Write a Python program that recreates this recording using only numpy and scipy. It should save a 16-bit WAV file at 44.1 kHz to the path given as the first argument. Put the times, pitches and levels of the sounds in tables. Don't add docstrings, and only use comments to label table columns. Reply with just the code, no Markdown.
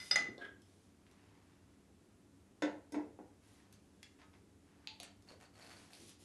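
import sys
import numpy as np
from scipy import signal
from scipy.fft import rfft, irfft, next_fast_len
from scipy.io import wavfile
from scipy.ndimage import uniform_filter1d

SR = 44100
rng = np.random.default_rng(int(sys.argv[2]) if len(sys.argv) > 2 else 0)


def store_pcm(level_fs):
    pcm = np.round(np.clip(level_fs, -1, 1) * 32767).astype(np.int16)
    wavfile.write(sys.argv[1], SR, np.atleast_2d(pcm).T)


N = 275315
EVENT_SAMPLES = 24576
EVENT_TIME, SCENE_TIME = np.arange(EVENT_SAMPLES) / SR, np.arange(N) / SR

# pitch_hz, ring_s, struck_high_db, struck_low_db
# (ring_s is always the time a sound takes to fade by 60 dB)
FLASK_TONES = [(1413, 0.061, -19.5, -14), (1856, 0.0091, -28.5, -2), (1959, 0.13, -36, 0.5),
               (2013, 0.33, -27.5, 2), (2033, 0.071, -11.5, 3), (2876, .02, -23, -19),
               (3586, 0.06, -10, -16.5), (4250, 0.019, -21, -12), (4976, 0.037, 2, -16.5),
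               (5364, 0.17, -22.5, -30.5), (5130, 0.037, -18, -32.5), (5730, 0.081, -15.5, -30),
               (6060, 0.066, -19.5, -11.5), (6240, 0.0051, -45, -7), (6780, 0.05, -45, -7),
               (7730, .025, -25.5, -23.5), (8790, 0.023, -29.5, -25.5)]
# start_s, level_db, height (0 is low, 1 is high), crack_db, room_db
CLINKS = [(0.0, -54.5, 0.62, -9, -7), (.009, -53, 0.6, -11.5, 4), (0.1109, -31.5, 0.95, -13, -5.5),
          (0.1577, -30.5, 0.06, -9.5, -7)]
# frequency_hz, level_db
CRACK_SPECTRUM = [(40, -35.5), (150, -0.5), (300, -5), (850, -0.5), (1400, 1), (2500, 0.5), (4500, -6),
                  (7000, -18), (9000, -11.5), (12000, -25.5)]
# pitch_hz, level_db, ring_s
LEDGE_TONES = [(199.7, -22.5, 0.47), (298.2, 3.5, 0.18), (354.7, -13, 0.29), (449, -20, 0.44),
               (529, -25, 0.23), (636, -18, 0.36), (833, -19.5, 0.38), (946, -16.5, 0.47),
               (1552, -19, 0.16), (1710, -47, 0.39), (2000, -13.5, 0.21), (2470, -25, .2),
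               (3546, -15.5, 0.16), (4520, -41, 0.1), (5050, -28, 0.19), (5410, -24, 0.09),
               (6030, -30, 0.12), (6700, -24, 0.079), (7700, -33, 0.25), (8608, -38, 0.18)]
# frequency_hz, level_db
THUD_SPECTRUM = [(50, -51), (150, -5.5), (230, 4.5), (390, 2.5), (550, 5), (1000, -3.5), (1270, -10),
                 (1550, -4), (2000, -7.5), (2600, -12), (3100, -23), (4200, -19.5), (5700, -26),
                 (6800, -20.5), (9000, -50), (12000, -57)]
# start_s, ring_db, thud_db, tick_db, dull_above_hz, contact_s
KNOCKS = [(2.6219, -34.5, -37.5, -63.5, 10900, 0.0061), (2.9218, -44.5, -58.5, -63, 1180, 0.0027),
          (2.9441, -77, -45.5, -77, 3860, 0.007), (2.953, -37.5, -47.5, -78.5, 890, 0.0067),
          (3.1891, -61, -54, -98, 720, 0.0053)]
# start_s, level_db, grit_db, ring_db
CAP_CLICKS = [(4.8732, -49.5, -26, -10), (5.001, -54, -1, -17), (5.0316, -55, 16.5, 8.5),
              (5.224, -76, 11, -6), (5.2905, -90, 11, -6), (5.9333, -62.5, -5, -6)]
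# frequency_hz, level_db
SNAP_SPECTRUM = [(100, -50), (1650, -17.5), (2500, 2), (3200, 2.5), (4650, 3), (5200, -11.5), (6700, -12),
                 (7700, -24), (12000, -31)]
# pitch_hz, level_db, ring_s
CAP_TONES = [(2360, -9, 0.043), (2820, 5, 0.006), (3105, 0, 0.088), (4180, -9, 0.033), (4540, 4.5, 0.053),
             (6620, -7, 0.024)]
# start_s, level_db, pitch_hz, ring_s
CAP_AIR_TONES = [(4.873, -64, 869, 0.15), (5.003, -61, 724, 0.017), (5.313, -62.5, 516, 0.011)]
# start_s, length_s, level_db
TWISTS = [(5.27, 0.085, -62), (5.397, 0.075, -61.5), (5.53, 0.41, -60), (5.9, 0.089, -66)]
# frequency_hz, level_db
THREAD_SPECTRUM = [(40, -23), (130, -2), (300, -3), (750, 0), (1500, -2), (2200, -2.5), (3600, -8.5),
                   (4450, -10.5), (5200, -10.5), (8000, -12), (12000, -17)]
# start_s, length_s, level_db, pitch_hz
SQUEAKS = [(0.384, 0.11, -53.5, 1630), (0.41, 0.025, -50, 1622), (.441, 0.024, -51.5, 1628),
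           (3.599, 0.0071, -77.5, 1740), (4.218, 0.035, -72.5, 1280)]
# start_s, level_db, pitch_hz, fade_s
BUMPS = [(0.193, -53, 263, 0.068), (0.25, -56.5, 325, 0.059), (.285, -52.5, 282, 0.0062),
         (.292, -61, 148, 0.02), (0.378, -56, 507, 0.052), (0.413, -56.5, 324, 0.082),
         (5.995, -62, 257, 0.081)]
# start_s, level_db, centre_hz, width_octaves
TICKS = [(.380, -66, 3740, 0.26), (0.619, -74.5, 4130, 0.54), (1.066, -75, 2140, 0.46),
         (1.113, -76, 3000, 1), (3.726, -67.5, 7500, 2.1), (4.0297, -59.5, 2940, 0.56)]
# start_s, length_s, level_db
GLOVE_SLIDES = [(-.1, .37, -58), (.6, .35, -76.5), (3.4, .25, -71.5), (3.55, 1, -83), (5.56, 0.44, -67.5),
                (5.91, 0.26, -61.5), (6.065, 0.048, -63.5), (6.18, .14, -63)]
# frequency_hz, level_db
GLOVE_SPECTRUM = [(40, -34.5), (250, 0), (700, -5.5), (1500, -7.5), (3000, -1.5), (5200, 0), (7500, -4.5),
                  (10000, 1), (12000, -5.5)]
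# start_s, length_s, level_db
ARM_REACHES = [(1, 0.94, -75), (3.41, 0.43, -74), (4.185, 0.071, -65), (4.332, 0.036, -66.5),
               (4.62, 0.63, -75.5)]
# frequency_hz, level_db
SLEEVE_SPECTRUM = [(300, -9), (800, 5.5), (1300, 4.5), (2300, 2.5), (3200, -3), (5000, -6), (8000, -18),
                   (12000, -34.5)]
# frequency_hz, level_db
AIR_SPECTRUM = [(15, -53), (25, -23.5), (86, -0.5), (109, 0.5), (124, -17.5), (145, -5), (283, -5),
                (429, -9.5), (475, -14.5), (817, -19.5), (906, -20.5), (1480, -24), (4380, -30.5),
                (7350, -29.5), (12000, -34), (15600, -67), (22000, -120)]
# pitch_hz, level_db
HUM_TONES = [(72, -80.5), (99.7, -75.5), (199, -78), (286, -76)]
# frequency_hz, ring_s
ROOM_RING = [(150, 0.53), (500, 0.42), (1400, 0.37), (3700, 0.31), (7000, 0.28), (11000, 0.067)]


def flask_clinks():
    out = np.zeros(N)
    hz, ring_s, high_db, low_db = np.transpose(FLASK_TONES)
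    for start_s, db, height, crack_db, room_db in CLINKS:
        tone_db = height * high_db + (1 - height) * low_db
        ring = unit_energy(in_room(fading_tones(hz, tone_db, ring_s, rise_s=0.002), room_db))
        crack = in_room(hit(CRACK_SPECTRUM, fade_s=0.0049), room_db + 9)
        add(out, start_s, db, ring + amp(crack_db) * crack)
    return out


def ledge_knocks():
    out = np.zeros(N)
    hz, tone_db, ring_s = np.transpose(LEDGE_TONES)
    thud_hz, thud_shape_db = np.transpose(THUD_SPECTRUM)
    for start_s, ring_db, thud_db, tick_db, dull_hz, contact_s in KNOCKS:
        dulling_db = lambda f: -10 * np.log10(1 + (f / dull_hz) ** 3)
        rise_s = 0.0012 + 5.0 / hz
        ring = fading_tones(hz, tone_db + dulling_db(hz), ring_s, rise_s)
        add(out, start_s, ring_db, in_room(ring, room_db=-12))
        thud = hit(np.transpose([thud_hz, thud_shape_db + dulling_db(thud_hz)]), contact_s)
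        add(out, start_s, thud_db, in_room(thud, room_db=4))
        tick = hit(band(centre_hz=5830, octaves=0.75), fade_s=0.0049)
        add(out, start_s, tick_db, in_room(tick, room_db=0))
    return out


def cap_clicks():
    out = np.zeros(N)
    snap = impact(SNAP_SPECTRUM)
    snap = np.pad(snap, (0, EVENT_SAMPLES - len(snap)))
    ring = unit_energy(fading_tones(*np.transpose(CAP_TONES), rise_s=0.00013).sum(0))
    for start_s, db, grit_db, ring_db in CAP_CLICKS:
        grit = hit(band(centre_hz=8500, octaves=3.3), fade_s=0.0018)
        click = snap + amp(grit_db) * grit + amp(ring_db) * ring
        add(out, start_s, db, in_room(click, room_db=-1))
    for start_s, db, hz, ring_s in CAP_AIR_TONES:
        air_tone = np.sin(2 * np.pi * hz * EVENT_TIME) * amp(-60 * EVENT_TIME / ring_s)
        add(out, start_s, db, in_room(air_tone, room_db=4.5))
    return out


def cap_screwing():
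    catches_per_s = 100
    twist = pressure(TWISTS, skew=0.59)
    catches = (rng.random(N) < catches_per_s / SR) * amp(-16.5) * rng.standard_normal(N)
    tick = np.sqrt(SR / 20) * impact(band(centre_hz=4450, octaves=0.057))
    rattle = signal.oaconvolve(catches * twist, tick)[:N]
    scrape = rub(twist, THREAD_SPECTRUM, slips_per_s=1300, spread_db=2)
    return scrape + in_room(rattle, room_db=-2)


def glove_squeaks():
    out = np.zeros(N)
    for start_s, length_s, db, hz in SQUEAKS:
        jitter, low_noise, high_noise = rng.standard_normal((3, EVENT_SAMPLES))
        waver = 0.013 * unit_rms(uniform_filter1d(jitter, 120))
        phase = 2 * np.pi * np.cumsum(hz * (1 + waver)) / SR
        tone = np.sin(phase) + amp(-22) * np.sin(2 * phase)
        scuff = amp(-9.5) * shape_noise(low_noise, band(hz, octaves=0.23))
        rasp = amp(-17.5) * shape_noise(high_noise, band(2 * hz, octaves=0.098))
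        add(out, start_s, db, arch(EVENT_TIME / length_s, skew=0.92) * (tone + scuff + rasp))
    return in_room(out, room_db=-0.5)


def soft_bumps():
    out = np.zeros(N)
    for start_s, db, hz, fade_s in BUMPS:
        band_hz, band_db = band(hz, octaves=0.63).T
        muffled = np.transpose([band_hz, 2 * band_db])
        add(out, start_s, db, in_room(hit(muffled, fade_s), room_db=-1))
    return out


def glove_ticks():
    out = np.zeros(N)
    for start_s, db, hz, octaves in TICKS:
        add(out, start_s, db, in_room(hit(band(hz, octaves), fade_s=0.0026), room_db=-0.5))
    return out


def glove_rustle():
    return rub(pressure(GLOVE_SLIDES, skew=0.8), GLOVE_SPECTRUM, slips_per_s=6000, spread_db=2.5)


def sleeve_rustle():
    return rub(pressure(ARM_REACHES, skew=0.55), SLEEVE_SPECTRUM, slips_per_s=5000, spread_db=5)


def air_and_hum():
    out = amp(-67) * shape_noise(rng.standard_normal(N), AIR_SPECTRUM)
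    points_s = np.linspace(0, SCENE_TIME[-1], 50)
    for hz, db in HUM_TONES:
        drift, swell = (np.interp(SCENE_TIME, points_s, row) for row in rng.standard_normal((2, 50)))
        tone = np.sin(2 * np.pi * hz * SCENE_TIME + 1.7 * drift)
        out += amp(db) * unit_rms((1 + 0.3 * swell) * tone)
    return out


def fading_tones(hz, db, ring_s, rise_s):
    swell = 1 - np.exp(-(EVENT_TIME / np.reshape(rise_s, (-1, 1))) ** 2)
    fade = amp(-60 * EVENT_TIME / ring_s[:, None])
    tones = np.sin(2 * np.pi * hz[:, None] * EVENT_TIME)
    return amp(db)[:, None] * unit_energy(swell * fade * tones)


def impact(spectrum):
    log_gain = np.log(amp(look_up(spectrum, abs(np.fft.fftfreq(4096, 1 / SR)))))
    response = np.exp(signal.hilbert(log_gain).conj())
    return unit_energy(np.fft.ifft(response).real[:2048])


def hit(spectrum, fade_s):
    flurry = rng.standard_normal(EVENT_SAMPLES) * np.exp(-EVENT_TIME / fade_s)
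    return unit_energy(signal.fftconvolve(flurry, impact(spectrum))[:EVENT_SAMPLES])


def rub(press, spectrum, slips_per_s, spread_db):
    slips = (rng.random(N) < slips_per_s / SR) * rng.standard_normal(N)
    slips *= amp(spread_db * np.minimum(rng.exponential(1, N), 4))
    return in_room(shape_noise(slips, spectrum) * press, room_db=0)


def arch(progress, skew):
    return abs(np.sin(np.pi * np.clip(progress, 0, 1) ** skew)) ** 0.99


def pressure(strokes, skew):
    times = SCENE_TIME[::32]
    arches = sum(amp(db) * arch((times - start_s) / length_s, skew) for start_s, length_s, db in strokes)
    return np.interp(SCENE_TIME, times, arches)


def tile_echoes():
    hz, times, noise = signal.stft(rng.standard_normal(EVENT_SAMPLES), SR, nperseg=256)
    fade = amp(-60 * times / look_up(ROOM_RING, hz)[:, None])
    tail = signal.istft(noise * fade, SR, nperseg=256)[1][:EVENT_SAMPLES]
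    build_up = 1 - np.exp(-(EVENT_TIME / 0.0041) ** 2)
    return unit_energy(tail * build_up)


def in_room(sound, room_db):
    rows = np.atleast_2d(sound)
    echo = signal.fftconvolve(rows, tile_echoes()[None], axes=1)[:, :rows.shape[1]]
    echo = unit_energy(echo) * np.linalg.norm(rows, axis=1, keepdims=True)
    return (rows + amp(room_db) * echo).sum(0) / np.hypot(1, amp(room_db))


def band(centre_hz, octaves):
    hz = np.geomspace(30, 16000, 120)
    return np.transpose([hz, -20 * np.log10(1 + (np.log2(hz / centre_hz) / octaves) ** 2 / 2)])


def shape_noise(noise, spectrum):
    size = next_fast_len(len(noise))
    gain = amp(look_up(spectrum, np.fft.rfftfreq(size, 1 / SR)))
    return unit_rms(irfft(rfft(noise, size) * gain, size)[:len(noise)])


def look_up(table, hz):
    table_hz, values = np.transpose(table)
    return np.interp(np.log(hz + 1), np.log(table_hz), values)


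def add(mix, start_s, db, sound):
    part = mix[round(start_s * SR):][:len(sound)]
    part += (amp(db) * np.sqrt(SR / 20) * unit_energy(sound))[:len(part)]


def amp(db):
    return 10 ** (np.asarray(db) / 20)


def unit_energy(sound):
    return sound / np.sqrt(np.sum(sound ** 2, axis=-1, keepdims=True) + 1e-30)


def unit_rms(sound):
    return unit_energy(sound) * np.sqrt(len(sound))


def scene():
    rustle = glove_rustle() + sleeve_rustle()
    handling = flask_clinks() + glove_squeaks() + soft_bumps() + ledge_knocks() + glove_ticks()
    cap = cap_clicks() + cap_screwing()
    return (handling + cap + rustle + air_and_hum())[None]


def record(dry):
    cutoff_hz = 12050
    low_pass = signal.firwin(301, cutoff_hz, window=("kaiser", 8), fs=SR)
    return signal.oaconvolve(dry, low_pass[None], "same")


dry = scene()
out = record(dry)
store_pcm(out)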